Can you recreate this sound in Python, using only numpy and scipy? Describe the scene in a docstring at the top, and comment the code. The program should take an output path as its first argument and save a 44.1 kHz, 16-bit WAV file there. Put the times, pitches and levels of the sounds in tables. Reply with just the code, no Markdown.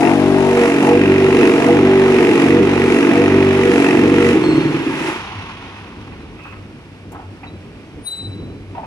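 """Concrete block machine in a steel shed

Two unbalanced motors force a mould into vibration. They drift in and out of step, so their harmonics
beat, while loose steel is struck once a turn. Switched off, they coast down and the mould bumps on its
table. Then it is hoisted: a low rumble and hum, knocks that ring the frame, and the stick-slip squeal
of sliding steel. The shed adds reverberation and a steady hiss."""
import sys
import numpy as np
from scipy import signal
from scipy.fft import rfft, irfft, next_fast_len
from scipy.io import wavfile
from scipy.ndimage import uniform_filter1d, minimum_filter1d, map_coordinates

SR = 44100
rng = np.random.default_rng(int(sys.argv[2]) if len(sys.argv) > 2 else 0)


def digitize_waveform(pressure):
    """Quantize a signal to 16-bit integers and store it at the path in sys.argv[1].

    Rows of a 2-D input are taken as channels; values are limited to [-1, 1].
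    """
    field = np.atleast_2d(pressure).T
    bounded = np.clip(field, -1, 1)
    quanta = np.round(bounded * 32767).astype(np.int16)
    wavfile.write(sys.argv[1], SR, quanta)


N = 390726
TIME = np.arange(N) / SR
SWITCH_OFF_S, LAST_BEAT_END_S = 4.3, 4.5


def amp(db):
    """Decibels to amplitude ratio."""
    return 10 ** (np.asarray(db) / 20)


def unit(x):
    """Normalisation to rms 1."""
    return x / np.sqrt(np.mean(x ** 2) + 1e-20)


def along(points, hz):
    """Interpolation on a logarithmic frequency axis."""
    f, values = np.transpose(points)
    return np.interp(np.log(hz + 1), np.log(f + 1), values)


def curves(rows):
    """Linear interpolation in time of each column after the first."""
    s, *columns = np.transpose(rows)
    return [np.interp(TIME, s, column) for column in columns]


def bell(x, width):
    """Gaussian pulse: 1 at x = 0, 1/e at x = width."""
    return np.exp(-(x / width) ** 2)


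def fade(after, db_per_s):
    """Unit gain, then exponential decay."""
    return amp(-db_per_s * np.maximum(TIME - after, 0))


def swell(peak_s, rise_s, db_per_s):
    """Gaussian rise to 1, then exponential decay."""
    return bell(np.minimum(TIME - peak_s, 0), rise_s) * fade(peak_s, db_per_s)


def struck(s, db, t60, attack):
    """Impact envelope: fast rise, exponential decay."""
    t = np.maximum(TIME - s, 0)
    return amp(db - 60 * np.minimum(t / t60, 3)) * (1 - np.exp(-t / attack))


def wobble(rate):
    """Smooth random modulation, rate knots a second."""
    knots = rng.standard_normal(int(N * rate / SR) + 4)
    return np.interp(TIME, TIME[::32], map_coordinates(knots, [TIME[::32] * rate]))


def noise():
    """Two uncorrelated white noises."""
    return rng.standard_normal((2, N))


def filtered(x, response):
    """Linear filtering by a complex frequency response."""
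    size = next_fast_len(N + SR // 4, True)
    return irfft(rfft(x, size) * response(np.fft.rfftfreq(size, 1 / SR)), size)[..., :N]


def resonances(modes):
    """Modal superposition: the response of damped resonators of alternating sign."""
    return lambda f: sum((-1) ** k * amp(db) * 1j * f * width / (hz * hz - f * f + 1j * f * width)
                         for k, (hz, width, db) in enumerate(modes))


# likeness of left and right (frequency [Hz], coherence [0-1])
COHERENCE = [(200, 0.95), (400, 0.91), (700, 0.8), (1200, 0.96), (2500, 0.33), (6000, 0.22)]
def spread(pair):
    """Partial coherence: mid-side mixing makes two signals alike in the bass."""
    def weights(hz):
        angle = np.arccos(np.clip(along(COHERENCE, hz), -1, 1)) / 2
        return np.array([np.cos(angle), np.sin(angle)])
    mid, side = filtered(pair, weights)
    return np.array([mid + side, mid - side])


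def coloured(pair, spectrum):
    """Spectral shaping by (frequency [Hz], level [dB]) points, to stereo of rms 1."""
    return unit(spread(filtered(pair, lambda hz: amp(along(spectrum, hz)))))


# the shed's reverberation time (frequency [Hz], T60 [s])
SHED_T60 = [(100, 0.58), (500, 1.2), (1200, 1.34), (4000, 1.92), (12000, 0.019)]
def shed(x, wet_db):
    """Reverberation: direct sound plus a diffuse tail, each frequency decaying at its own rate."""
    hz, t, spectra = signal.stft(rng.standard_normal((2, SR)), SR, nperseg=256)
    tail = signal.istft(spectra * amp(-60 * t / along(SHED_T60, hz)[:, None]), SR, nperseg=256)[1]
    echo = signal.fftconvolve(np.atleast_2d(x), tail / np.linalg.norm(tail[0]), axes=1)[:, :N]
    return x + amp(wet_db) * echo


# beats of the two motors (start [s], thump [dB], buzz [dB], rattle [dB], head drone [dB],
# second harmonic [dB], synchrony in mid-beat [0-1])
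BEAT_CYCLES = [(0, -10, 3, -4, -11, -4.5, 0.7), (0.772, 0.5, -0.5, 1.5, 2, .5, 0.8),
               (1.572, -3, 3.5, 2.5, 1, -3, 0.98), (2.367, 1, -0.5, 2.5, 2, -.5, 0.44),
               (3.05, -1.5, -2, 2.5, -16, 1.5, 0.87), (3.902, 4.5, -5, 3, 2, -1, 0.3)]
def beat_edges():
    """Beating: each cycle starts when the motors pull hardest against each other."""
    return np.array([row[0] for row in BEAT_CYCLES] + [LAST_BEAT_END_S])


def each_beat(place, width):
    """Cyclic modulation: a pulse at the same phase (0-1) of every beat."""
    edges = beat_edges()
    phase = np.interp(TIME, edges, np.arange(len(edges)))
    return bell((phase - place + .5) % 1 - .5, width)


def beat_strengths():
    """Each beat's levels and synchrony, interpolated between beat centres."""
    edges = beat_edges()
    centres = (edges[:-1] + edges[1:]) / 2
    return [np.interp(TIME, centres, column) for column in np.transpose(BEAT_CYCLES)[1:]]


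# both motors coasting (time [s], speed [turns/s])
COAST_SPEED = [(4.5, 43), (4.9, 28.6), (5.4, 22), (6.4, 11.2)]
def shaft(speed):
    """Shaft angle in turns is the integral of speed, driven and then coasting."""
    coasting, = curves([(SWITCH_OFF_S, np.interp(SWITCH_OFF_S, TIME, speed))] + list(COAST_SPEED))
    return np.cumsum(np.where(TIME < SWITCH_OFF_S, speed, coasting)) / SR - .27


# the table motor's drift about its mean pace (time [s], lead [turns])
TABLE_DRIFT = [(0, -.1), (.2, -.03), (.65, -.11), (1.05, .02), (1.5, -.08), (1.83, .11), (2.2, 0),
               (2.45, -.01), (2.92, -.16), (3.3, .02), (3.7, -.03), (4, 0), (4.3, -.22)]
def motors():
    """Coupled rotors: once a beat the head motor races ahead, then drags the table motor down."""
    table_hz, sag_hz, head_hz, race_hz = 48.35, 1.8, 48.6, 2.4
    table = shaft(table_hz - sag_hz * each_beat(place=0, width=.21)) + curves(TABLE_DRIFT)[0]
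    head = shaft(head_hz + race_hz * each_beat(place=.747, width=.4))
    return table, head


def harmonic(turns, order, jitter):
    """A shaft harmonic of rms 1; dispersion in the frame delays its phase, smearing each thud."""
    lag_cycles = .045 * (order - 5) ** 2
    return np.sqrt(2) * np.cos(2 * np.pi * (order * turns - lag_cycles) + jitter * wobble(30))


# table harmonics (order [1], level [dB], dip [dB], dip phase [beats], dip width [beats])
TABLE_HARMONICS = [(1, -40, 14, 0.06, 0.16), (2, -26, 21, .96, 0.18), (3, -26, 8, 0.88, 0.16),
                   (4, -26, 7, 0.83, 0.25), (5, -20, 9.5, 0.95, 0.082), (6, -17.5, 13.5, 0.69, 0.13),
                   (7, -20.5, 7.5, .66, 0.17), (8, -26.5, 17.5, 0.06, 0.22), (9, -30, 1, 0, 0.24),
                   (10, -25.5, 8, 0.47, 0.072), (12, -40.5, 8, 0, 0.23), (13, -48, 6, 0, .2),
                   (14, -42, -7.5, 0.05, 0.33)]
def table_drone(table):
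    """Forced vibration: a rotating unbalance swings the frame; in step, the eighth harmonic sings."""
    *_, hum_db, in_step = beat_strengths()
    boost_db = {2: hum_db, 8: 15.5 * in_step}
    out = np.zeros(N)
    for order, db, dip_db, place, width in TABLE_HARMONICS:
        level_db = db + boost_db.get(order, 0) - dip_db * each_beat(place, width) + .68 * wobble(6.19)
        out += amp(level_db) * harmonic(table, order, jitter=.039)
    return out


# panel howls (peak time [s], half length [s], level [dB], order [1])
PANEL_HOWLS = [(0.035, 0.078, -19, 15), (0.08, 0.052, -20.5, 7), (0.1, 0.055, -27, 19),
               (.3, 0.19, -30.5, 13), (0.448, 0.096, -27.5, 19), (0.618, 0.08, -16.5, 10),
               (0.87, 0.052, -31, 14), (0.932, 0.049, -13, 10), (1.486, 0.1, -27.5, 10),
               (1.62, .16, -31, 14), (1.71, 0.041, -15.5, 10), (1.92, 0.12, -34, 17),
               (2.572, 0.054, -18, 10), (3.204, 0.035, -16.5, 10), (3.704, 0.085, -21.5, 10),
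               (4.243, 0.11, -19, 10)]
def howls(table):
    """Resonance: a harmonic swells briefly as it sweeps through a panel mode."""
    return sum(amp(db) * bell(TIME - s, length) * harmonic(table, order, jitter=.054)
               for s, length, db, order in PANEL_HOWLS)


# head vibrator harmonics (order [1], level [dB])
HEAD_HARMONICS = [(3, -19.5), (5, -11), (6, -8), (7, -0.5), (8, -4.5), (9, -5.5), (10, -18.5)]
def head_drone(head):
    """Synchronisation: the head's drone swells as it races and sinks as the motors fall into step."""
    *_, head_db, _, in_step = beat_strengths()
    locked = in_step * each_beat(place=.43, width=.11)
    gain = amp(-25 + head_db + 8.6 * each_beat(place=.81, width=.12) - 13 * locked)
    return gain * sum(amp(db) * harmonic(head, order, jitter=.065) for order, db in HEAD_HARMONICS)


def blows(turns, scatter_s, size_db):
    """Impulse train: one blow a turn, scattered in time and size."""
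    at = np.flatnonzero(np.diff(np.floor(turns)))
    chance = rng.standard_normal((len(at), 2))
    at = np.clip(at + chance[:, 0] * scatter_s * SR, 0, N - 1).astype(int)
    return np.bincount(at, amp(size_db * chance[:, 1]), N)


def chatter(hits, decay_s, grain_db):
    """Contact noise: each blow sets off a burst of tiny collisions that builds and dies."""
    pole = np.exp(-2 / (decay_s * SR))
    power = signal.lfilter([1], np.poly([pole, pole]), hits ** 2)
    return np.sqrt(np.abs(power)) * amp(grain_db * wobble(900)) * noise()


# the mould's response (frequency [Hz], level [dB])
MOULD_SPECTRUM = [(25, -52), (60, -46), (110, -15.5), (150, -11.5), (200, -5), (260, -1.5), (310, 1.5),
                  (370, 4), (450, -6.5), (530, -12.5), (900, -53), (3000, -120)]
def mould_thump(table, head):
    """Impact excitation: both motors bounce the heavy mould on the table."""
    bounces = blows(table, scatter_s=.00068, size_db=2.5)
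    bounces += .42 * blows(head, scatter_s=.003, size_db=3.5)
    return coloured(shed(chatter(bounces, decay_s=.0051, grain_db=-1), wet_db=-3.5), MOULD_SPECTRUM)


# the panels' response (frequency [Hz], level [dB])
PANEL_SPECTRUM = [(150, -90), (400, -4), (560, -4.5), (680, 3.5), (880, -3), (1100, -8.5), (1800, -23),
                  (5000, -120)]
def panel_buzz(table):
    """Periodic excitation: slaps once a turn fuse into a buzz."""
    slaps = blows(table, scatter_s=.00012, size_db=2)
    force = unit(slaps) + .78 * unit(chatter(slaps, decay_s=.0056, grain_db=-.5))
    return coloured(shed(force, wet_db=2.5), PANEL_SPECTRUM)


# loose steel and grit (frequency [Hz], level [dB])
STEEL_SPECTRUM = [(440, -36), (750, -35), (852, 2), (1010, -12.5), (1290, -3.5), (1470, -9), (1900, -3),
                  (2260, -6.5), (2470, -4), (3340, -17.5), (4200, -22.5), (4510, -35), (5000, -28),
                  (6500, -34), (11000, -120)]
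GRIT_SPECTRUM = [(2650, -30), (4500, -11.5), (4920, -9), (7610, -8), (8460, -13), (10400, -8.5),
                 (11200, -13.5), (12700, -28), (14900, -29)]
def rattle_and_grit(strokes):
    """Rattling contact: loose parts are hammered once a turn, then tumble as the shafts slow."""
    hammering = unit(chatter(strokes, decay_s=.003, grain_db=.5))
    driven = fade(after=4.27, db_per_s=29)
    tumbling = unit(amp(1.5 * wobble(76) + 1.9 * wobble(700)) * noise())
    contacts = shed(driven * hammering + np.sqrt(1 - driven ** 2) * tumbling, wet_db=-4.5)
    return coloured(contacts, STEEL_SPECTRUM), coloured(contacts + 1.62 * noise(), GRIT_SPECTRUM)


# loose plate modes (frequency [Hz], bandwidth [Hz], level [dB])
PLATE_MODES = [(1070, 57, -7), (1604, 72, -8.5), (1866, 59, -2), (2104, 110, -5), (2410, 65, -1),
               (2580, 110, -2), (2747, 75, -1.5)]
# strength of their ringing (time [s], relative level [dB])
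PLATE_ENVELOPE = [(0.0, -41), (0.05, -20), (0.2, -46), (0.71, -29.5), (1.05, -27.5), (1.3, -32.5),
                  (1.44, -24.5), (1.56, -31), (1.95, -33), (2.03, -57), (2.19, -29), (2.46, -28),
                  (2.6, -43), (2.84, -42), (2.93, -29), (3.66, -44), (3.86, -23), (4.08, -42), (4.23, -33),
                  (4.4, -44)]
def plates(strokes):
    """Modal ringing: each stroke gives loose plates one clean tap and a short chatter."""
    level_db = curves(PLATE_ENVELOPE)[0] + 1
    taps = unit(strokes) + .6 * unit(chatter(strokes, decay_s=.0018, grain_db=.3))
    ring = unit(spread(shed(filtered(taps, resonances(PLATE_MODES)), wet_db=-15.5)))
    return amp(level_db) * ring * fade(SWITCH_OFF_S, db_per_s=62)


def coasting_loss(step_db, db_per_s=0):
    """Attenuation in dB after switch-off: a quick step, then any steady fall."""
    since = np.maximum(TIME - SWITCH_OFF_S, 0)
    return step_db * np.minimum(since / .079, 1) + db_per_s * since


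# harder shaking (peak time [s], half length [s], thump [dB], buzz [dB], rattle [dB], grit [dB])
SHAKE_JOLTS = [(0.05, 0.052, 11, 6, 12.5, 2.2), (0.63, 0.085, -4, 5, 5.8, 3), (0.86, 0.057, 2, 3, 2.7, 4.4),
               (1.428, 0.044, 3.5, 2.5, 5, 1.7), (1.642, 0.069, 1.5, 2, 1, 3.3),
               (2.455, 0.074, 1, 0, 2.8, 3.8), (2.957, 0.038, -2, -0.5, 0.5, 1.5),
               (3.82, 0.12, -1, 8, 1.5, 2.3), (4.26, 0.13, -4.5, 2.5, 2.5, 4.5),
               (5.106, 0.14, 3, 17, 7.2, 8.9)]
def shaking(table, head):
    """Amplitude modulation: the shaken parts ease in mid-beat, flare in jolts and sink on coasting."""
    thump_db, buzz_db, rattle_db, *_, in_step = beat_strengths()
    settled = in_step * each_beat(place=.54, width=.14)  # in step, the mould settles on the table
    thump_db += -16.8 - 8 * settled - coasting_loss(2, db_per_s=15)
    buzz_db += -29 + 6 * each_beat(place=.11, width=.081) - coasting_loss(-4, db_per_s=24)
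    rattle_db += -25.2 - 3 * each_beat(place=.32, width=.6) - coasting_loss(6.5)
    grit_db = -38.5 - 6 * each_beat(place=.38, width=.34) - coasting_loss(7.5)
    jolts_db = sum(np.outer(boost_db, bell(TIME - s, length)) for s, length, *boost_db in SHAKE_JOLTS)
    gains = amp(np.array([thump_db, buzz_db, rattle_db, grit_db]) + jolts_db)
    thump, buzz = mould_thump(table, head), panel_buzz(table)
    strokes = blows(table, scatter_s=.0002, size_db=1.1)
    rattle, grit = rattle_and_grit(strokes)
    shaken = sum(gain * part for gain, part in zip(gains, (thump, buzz, rattle, grit)))
    return (shaken + plates(strokes)) * fade(after=5.07, db_per_s=70)


# the shed's background (frequency [Hz], level [dB])
HISS_SPECTRUM = [(350, -4.5), (600, -5), (1030, -10.5), (1830, -11.5), (2040, -11.5), (2400, -9),
                 (3940, -20), (5820, -23.5), (6390, -29.5), (10400, -32), (14900, -52)]
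def hiss():
    """Ambient noise: broadband and nearly steady."""
    return amp(-44.5 + .44 * wobble(18)) * coloured(noise(), HISS_SPECTRUM)


def rung(hits, modes, attack):
    """Free vibration: each hit starts the same damped modes at new strengths and phases."""
    out, t = np.zeros(N + SR), np.arange(SR // 4) / SR
    hz, mode_db, t60 = np.transpose(modes)[:, :, None]
    for s, db in hits:
        strength, phase = rng.standard_normal((2, len(hz), 1))
        partials = amp(mode_db + 2 * strength - 60 * t / t60) * np.sin(2 * np.pi * hz * t + phase)
        ring = partials.sum(axis=0) * (1 - np.exp(-t / attack))
        out[round(s * SR):][:len(t)] += amp(db) * ring / np.abs(ring).max()
    return out[:N]


# blows on a panel (time [s], level [dB])
PANEL_HITS = [(.022, -7), (.072, -23), (.116, -14), (.831, -11), (.873, -12), (.91, -10), (1.604, -18),
              (1.688, -13), (3.158, -25)]
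# its modes (frequency [Hz], level [dB], T60 [s])
PANEL_MODES = [(677, 0, 0.17), (699, -2, 0.19), (725, -2, 0.13), (818, 4, 0.16), (872, -1, .12),
               (915, -6, 0.13), (1096, -4, 0.053), (1290, -4, 0.045)]
def clangs():
    """Inharmonic modes: a struck panel clangs while the machine runs."""
    return shed(rung(PANEL_HITS, PANEL_MODES, attack=.001), wet_db=-13)


# the mould landing on the table (time [s], level [dB])
MOULD_HITS = [(4.334, -7), (4.41, -15), (4.489, -4.5), (4.524, -6), (4.546, -8), (4.578, -4), (4.607, -10),
              (4.653, -7), (4.692, -10), (4.738, -10.5), (4.803, -12.5), (4.868, -12), (4.908, -22),
              (5.012, -20), (5.046, -15.5), (5.085, -14.5)]
# its modes (frequency [Hz], level [dB], T60 [s])
MOULD_MODES = [(146.5, -12, 0.14), (235, -14, 0.076), (300, -2, 0.047), (321, 2.5, 0.075),
               (352, -3.5, 0.059), (390, -12, 0.041), (465, -22, .04)]
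def bumps():
    """Heavy damping: the mould's low modes die quickly at each bump while the motors coast."""
    return shed(rung(MOULD_HITS, MOULD_MODES, attack=.0055), wet_db=-23)


# steel sliding on steel (time [s], rise [s], frequency [Hz], level [dB], hold [s], T60 [s])
STEEL_SQUEALS = [(4.425, .01, 4272, -33, .05, 1.1), (4.43, .02, 4152, -38, .1, 1),
                 (4.38, .06, 7942, -45, .08, .5), (7.455, .02, 3892, -41, .01, .1),
                 (7.47, .02, 3955, -49, .01, .5), (8.036, .04, 3961, -24, .115, .68),
                 (8.01, .058, 9265, -25.5, .01, .22), (8.125, .04, 9265, -39, 0, .5),
                 (8.06, .055, 7915, -38.5, .03, .48), (8.07, .04, 7776, -47, .03, .3),
                 (8.025, .045, 13250, -44.5, .01, .27), (8.06, .055, 11900, -53, .01, .3)]
def squeals():
    """Stick-slip friction pumps up a mode and a weaker twin just above it, which beat and ring out."""
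    twin_gap_hz, twin_share = 16, .45
    out = np.zeros(N)
    for s, rise, hz, db, hold, t60 in STEEL_SQUEALS:
        part = slice(round(s * SR), round(s * SR) + SR)
        t = TIME[part] - TIME[part][0]
        decay_db = 60 * np.maximum(t - rise - hold, 0) / t60
        gain = np.minimum(t / rise, 1) ** 2 * amp(db - decay_db + wobble(30)[part])
        twin_phase = 2 * np.pi * twin_gap_hz * (t - rise) + .55 * wobble(25)[part]
        pair = (1 + twin_share * np.exp(1j * twin_phase)) / (1 + twin_share)
        phase = 2 * np.pi * hz * t + .55 * wobble(70)[part] + .19 * wobble(400)[part]
        out[part] += gain * np.imag(pair * np.exp(1j * phase))
    return out


# clattering steelwork (frequency [Hz], level [dB])
STEELWORK_SPECTRUM = [(410, -24), (700, -9.5), (761, -5.5), (931, -1.5), (1730, -9.5), (2620, -6.5),
                      (4470, -21.5), (5810, -23.5), (8010, -40), (10400, -32), (12000, -58), (15600, -80),
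                      (22000, -120)]
def run_down(table):
    """Passage through resonance: frame and mould sway as the shafts slow; a faint clatter lingers."""
    frame = coloured(noise(), [(90, -18), (132, -1), (146, 2), (160, 4), (220, -60), (600, -120)])
    mould = coloured(noise(), [(150, -120), (285, -10), (320, -5), (355, -4), (560, -120)])
    sway_gain = swell(4.5, rise_s=.044, db_per_s=34.5) * fade(5.05, db_per_s=47)
    sway = sway_gain * (amp(-22.5) * frame + amp(-21.5) * mould)
    loose = chatter(blows(table, scatter_s=.009, size_db=2), decay_s=.005, grain_db=1)
    flicker = amp(.5 * wobble(22) + 1.6 * wobble(150))
    clatter = .92 * flicker * noise() + .55 * unit(shed(unit(loose), wet_db=5))
    clatter_gain = amp(-28.5) * fade(5.174, db_per_s=15) + amp(-49) * swell(5.1, rise_s=.12, db_per_s=30)
    return sway + clatter_gain * coloured(clatter, STEELWORK_SPECTRUM)


# heaves of the hoist (peak time [s], half length [s], rumble boost [dB], hum boost [dB])
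HOIST_HEAVES = [(5.384, 0.052, 5.5, 9), (5.98, 0.043, 3, 2), (6.216, 0.14, 4.5, 0), (6.617, 0.071, 1, 8),
                (7.09, 0.1, 2, 7), (7.28, 0.075, 0, 11), (7.512, 0.07, 2.5, 10), (7.99, 0.04, 4.5, 7),
                (8.28, 0.08, 5, 16.5), (8.44, 0.093, 9.5, 10), (8.67, 0.11, 4.5, 11)]
# the juddering frame (frequency [Hz], level [dB])
RUMBLE_SPECTRUM = [(20, -40), (40, -11), (62, -8), (100, -9.5), (160, -9), (300, -9), (450, -16.5),
                   (620, -30.5), (1300, -37), (3000, -120)]
def hoist():
    """Vibration under load: a constant motor hum and frame rumble swell at every heave."""
    hum_hz = 98
    heave_db = sum(np.outer(boost_db, bell(TIME - s, length)) for s, length, *boost_db in HOIST_HEAVES)
    dip_db = 8.1 * bell(TIME - 8.12, width=.069)  # rumble and hum dip briefly just before they swell
    rumble_db, hum_db = heave_db - dip_db
    rumble = amp(-38.5 + rumble_db + 1.7 * wobble(18)) * coloured(noise(), RUMBLE_SPECTRUM)
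    hum = amp(-45.5 + hum_db + 2.5 * wobble(18)) * harmonic(hum_hz * TIME, order=1, jitter=.57)
    return rumble + hum


# knocks on the frame (time [s], level [dB], low group [dB], middle group [dB], high group [dB])
FRAME_HITS = [(6.119, -27.5, -11, -16, -9), (6.389, -30, -11, -7, -5), (6.453, -23, -14, -3.5, -15),
              (6.526, -27, -20, -5, -9), (7.123, -26.5, -3, -15, -24), (7.149, -22, -5.5, -10.5, -30),
              (7.193, -26, -2, -18, -34), (7.434, -21.5, -5.5, -13, -10), (8.189, -34, -7, -22, -11),
              (8.751, -23, 1, -28, -16), (8.777, -20.5, 2, -34, -33), (8.833, -21.5, -1, -27, -22)]
# its modes in low, middle and high groups (frequency [Hz], bandwidth [Hz], level [dB])
FRAME_MODES = [
    [(716, 90, -1.5), (852, 27, 4.5), (940, 60, -1.5)],
    [(1104, 72, -9), (1170, 63, -18), (1280, 150, -11)],
    [(1980, 250, 2), (2600, 260, 6)],
]
def knocks():
    """Transient excitation: each knock is a short scrape that rings three groups of frame modes."""
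    out = np.zeros((2, N))
    for group, (modes, gain_db, t60) in enumerate(zip(FRAME_MODES, (-5, -2, -2), (.18, .17, .16))):
        envelope = sum(struck(s - .003, db + ring_db[group] + gain_db, t60, attack=.004)
                       for s, db, *ring_db in FRAME_HITS)
        response = lambda hz: resonances(modes)(hz) / (1 + (hz / 3500) ** 4)  # heavy parts: no treble
        out += envelope * unit(filtered(noise(), response))
    return spread(out)


# guide modes (frequency [Hz], bandwidth [Hz], level [dB])
GUIDE_MODES = [(1290, 95, -2), (2580, 130, 7)]
def scrape():
    """Sliding friction: steel drags along a guide and keeps it ringing between knocks."""
    envelope = amp(-44 + 1.8 * wobble(60)) * bell(TIME - 6.47, width=.1)
    return spread(envelope * unit(filtered(noise(), resonances(GUIDE_MODES))))


def click():
    """A brief contact has a broad spectrum: a sharp click, like a switch closing."""
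    envelope = struck(s=7.118, db=-43, t60=.09, attack=.0011)
    return envelope * coloured(noise(), [(2500, -34), (7000, -1), (14000, -7)])


def scene():
    """Superposition: the motors drive drone and shaking; the hoist takes over when they stop."""
    table, head = motors()
    drone = (table_drone(table) + howls(table) + head_drone(head)) * fade(SWITCH_OFF_S, db_per_s=91)
    running = drone + shaking(table, head) + clangs()
    stopping = bumps() + run_down(table)
    lifting = hoist() + shed(knocks() + click(), wet_db=-13) + scrape() + squeals()
    return running + stopping + lifting + hiss()


# the right microphone port is dull (frequency [Hz], left minus right [dB])
PORT_BALANCE = [(60, -0.5), (91, 1), (140, 0), (210, 0), (320, -0.5), (490, -1), (750, -0.5), (1150, 0.5),
                (1750, -0.5), (2670, -7), (4080, 4), (6220, 4.5), (9480, 35.5), (14400, 18)]
# sound reaches the left port first (frequency [Hz], phase lead [rad])
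PORT_LEAD = [(0, 0), (300, 0.14), (1000, 0.92), (2000, 1.5), (3200, 3.5), (5000, 7)]
def ports(hz):
    """Level and phase differences between two microphone ports, at constant total power."""
    gains = amp(np.outer([.5, -.5], along(PORT_BALANCE, hz)))
    delay = np.exp(1j * np.outer([.5, -.5], np.interp(hz, *np.transpose(PORT_LEAD))))
    return delay * gains / np.sqrt(np.mean(gains ** 2, axis=0))


# at first the sound leans left (time [s], left minus right [dB])
OPENING_BALANCE = [(.47, 4.5), (.54, 0)]
def record(dry):
    """Stereo pickup, peak limiting and band limiting."""
    ceiling, window_samples, low_hz, top_hz = .96, 221, 28, 15050
    x = filtered(dry, ports) * amp(np.outer([.5, -.5], curves(OPENING_BALANCE)[0]))
    limiter_gain = ceiling / np.maximum(np.abs(x).max(axis=0), ceiling)
    x = x * uniform_filter1d(minimum_filter1d(limiter_gain, window_samples), window_samples)
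    return filtered(x, lambda hz: (hz < top_hz) * hz ** 4 / (hz ** 4 + low_hz ** 4))


dry = scene()
out = record(dry)
digitize_waveform(out)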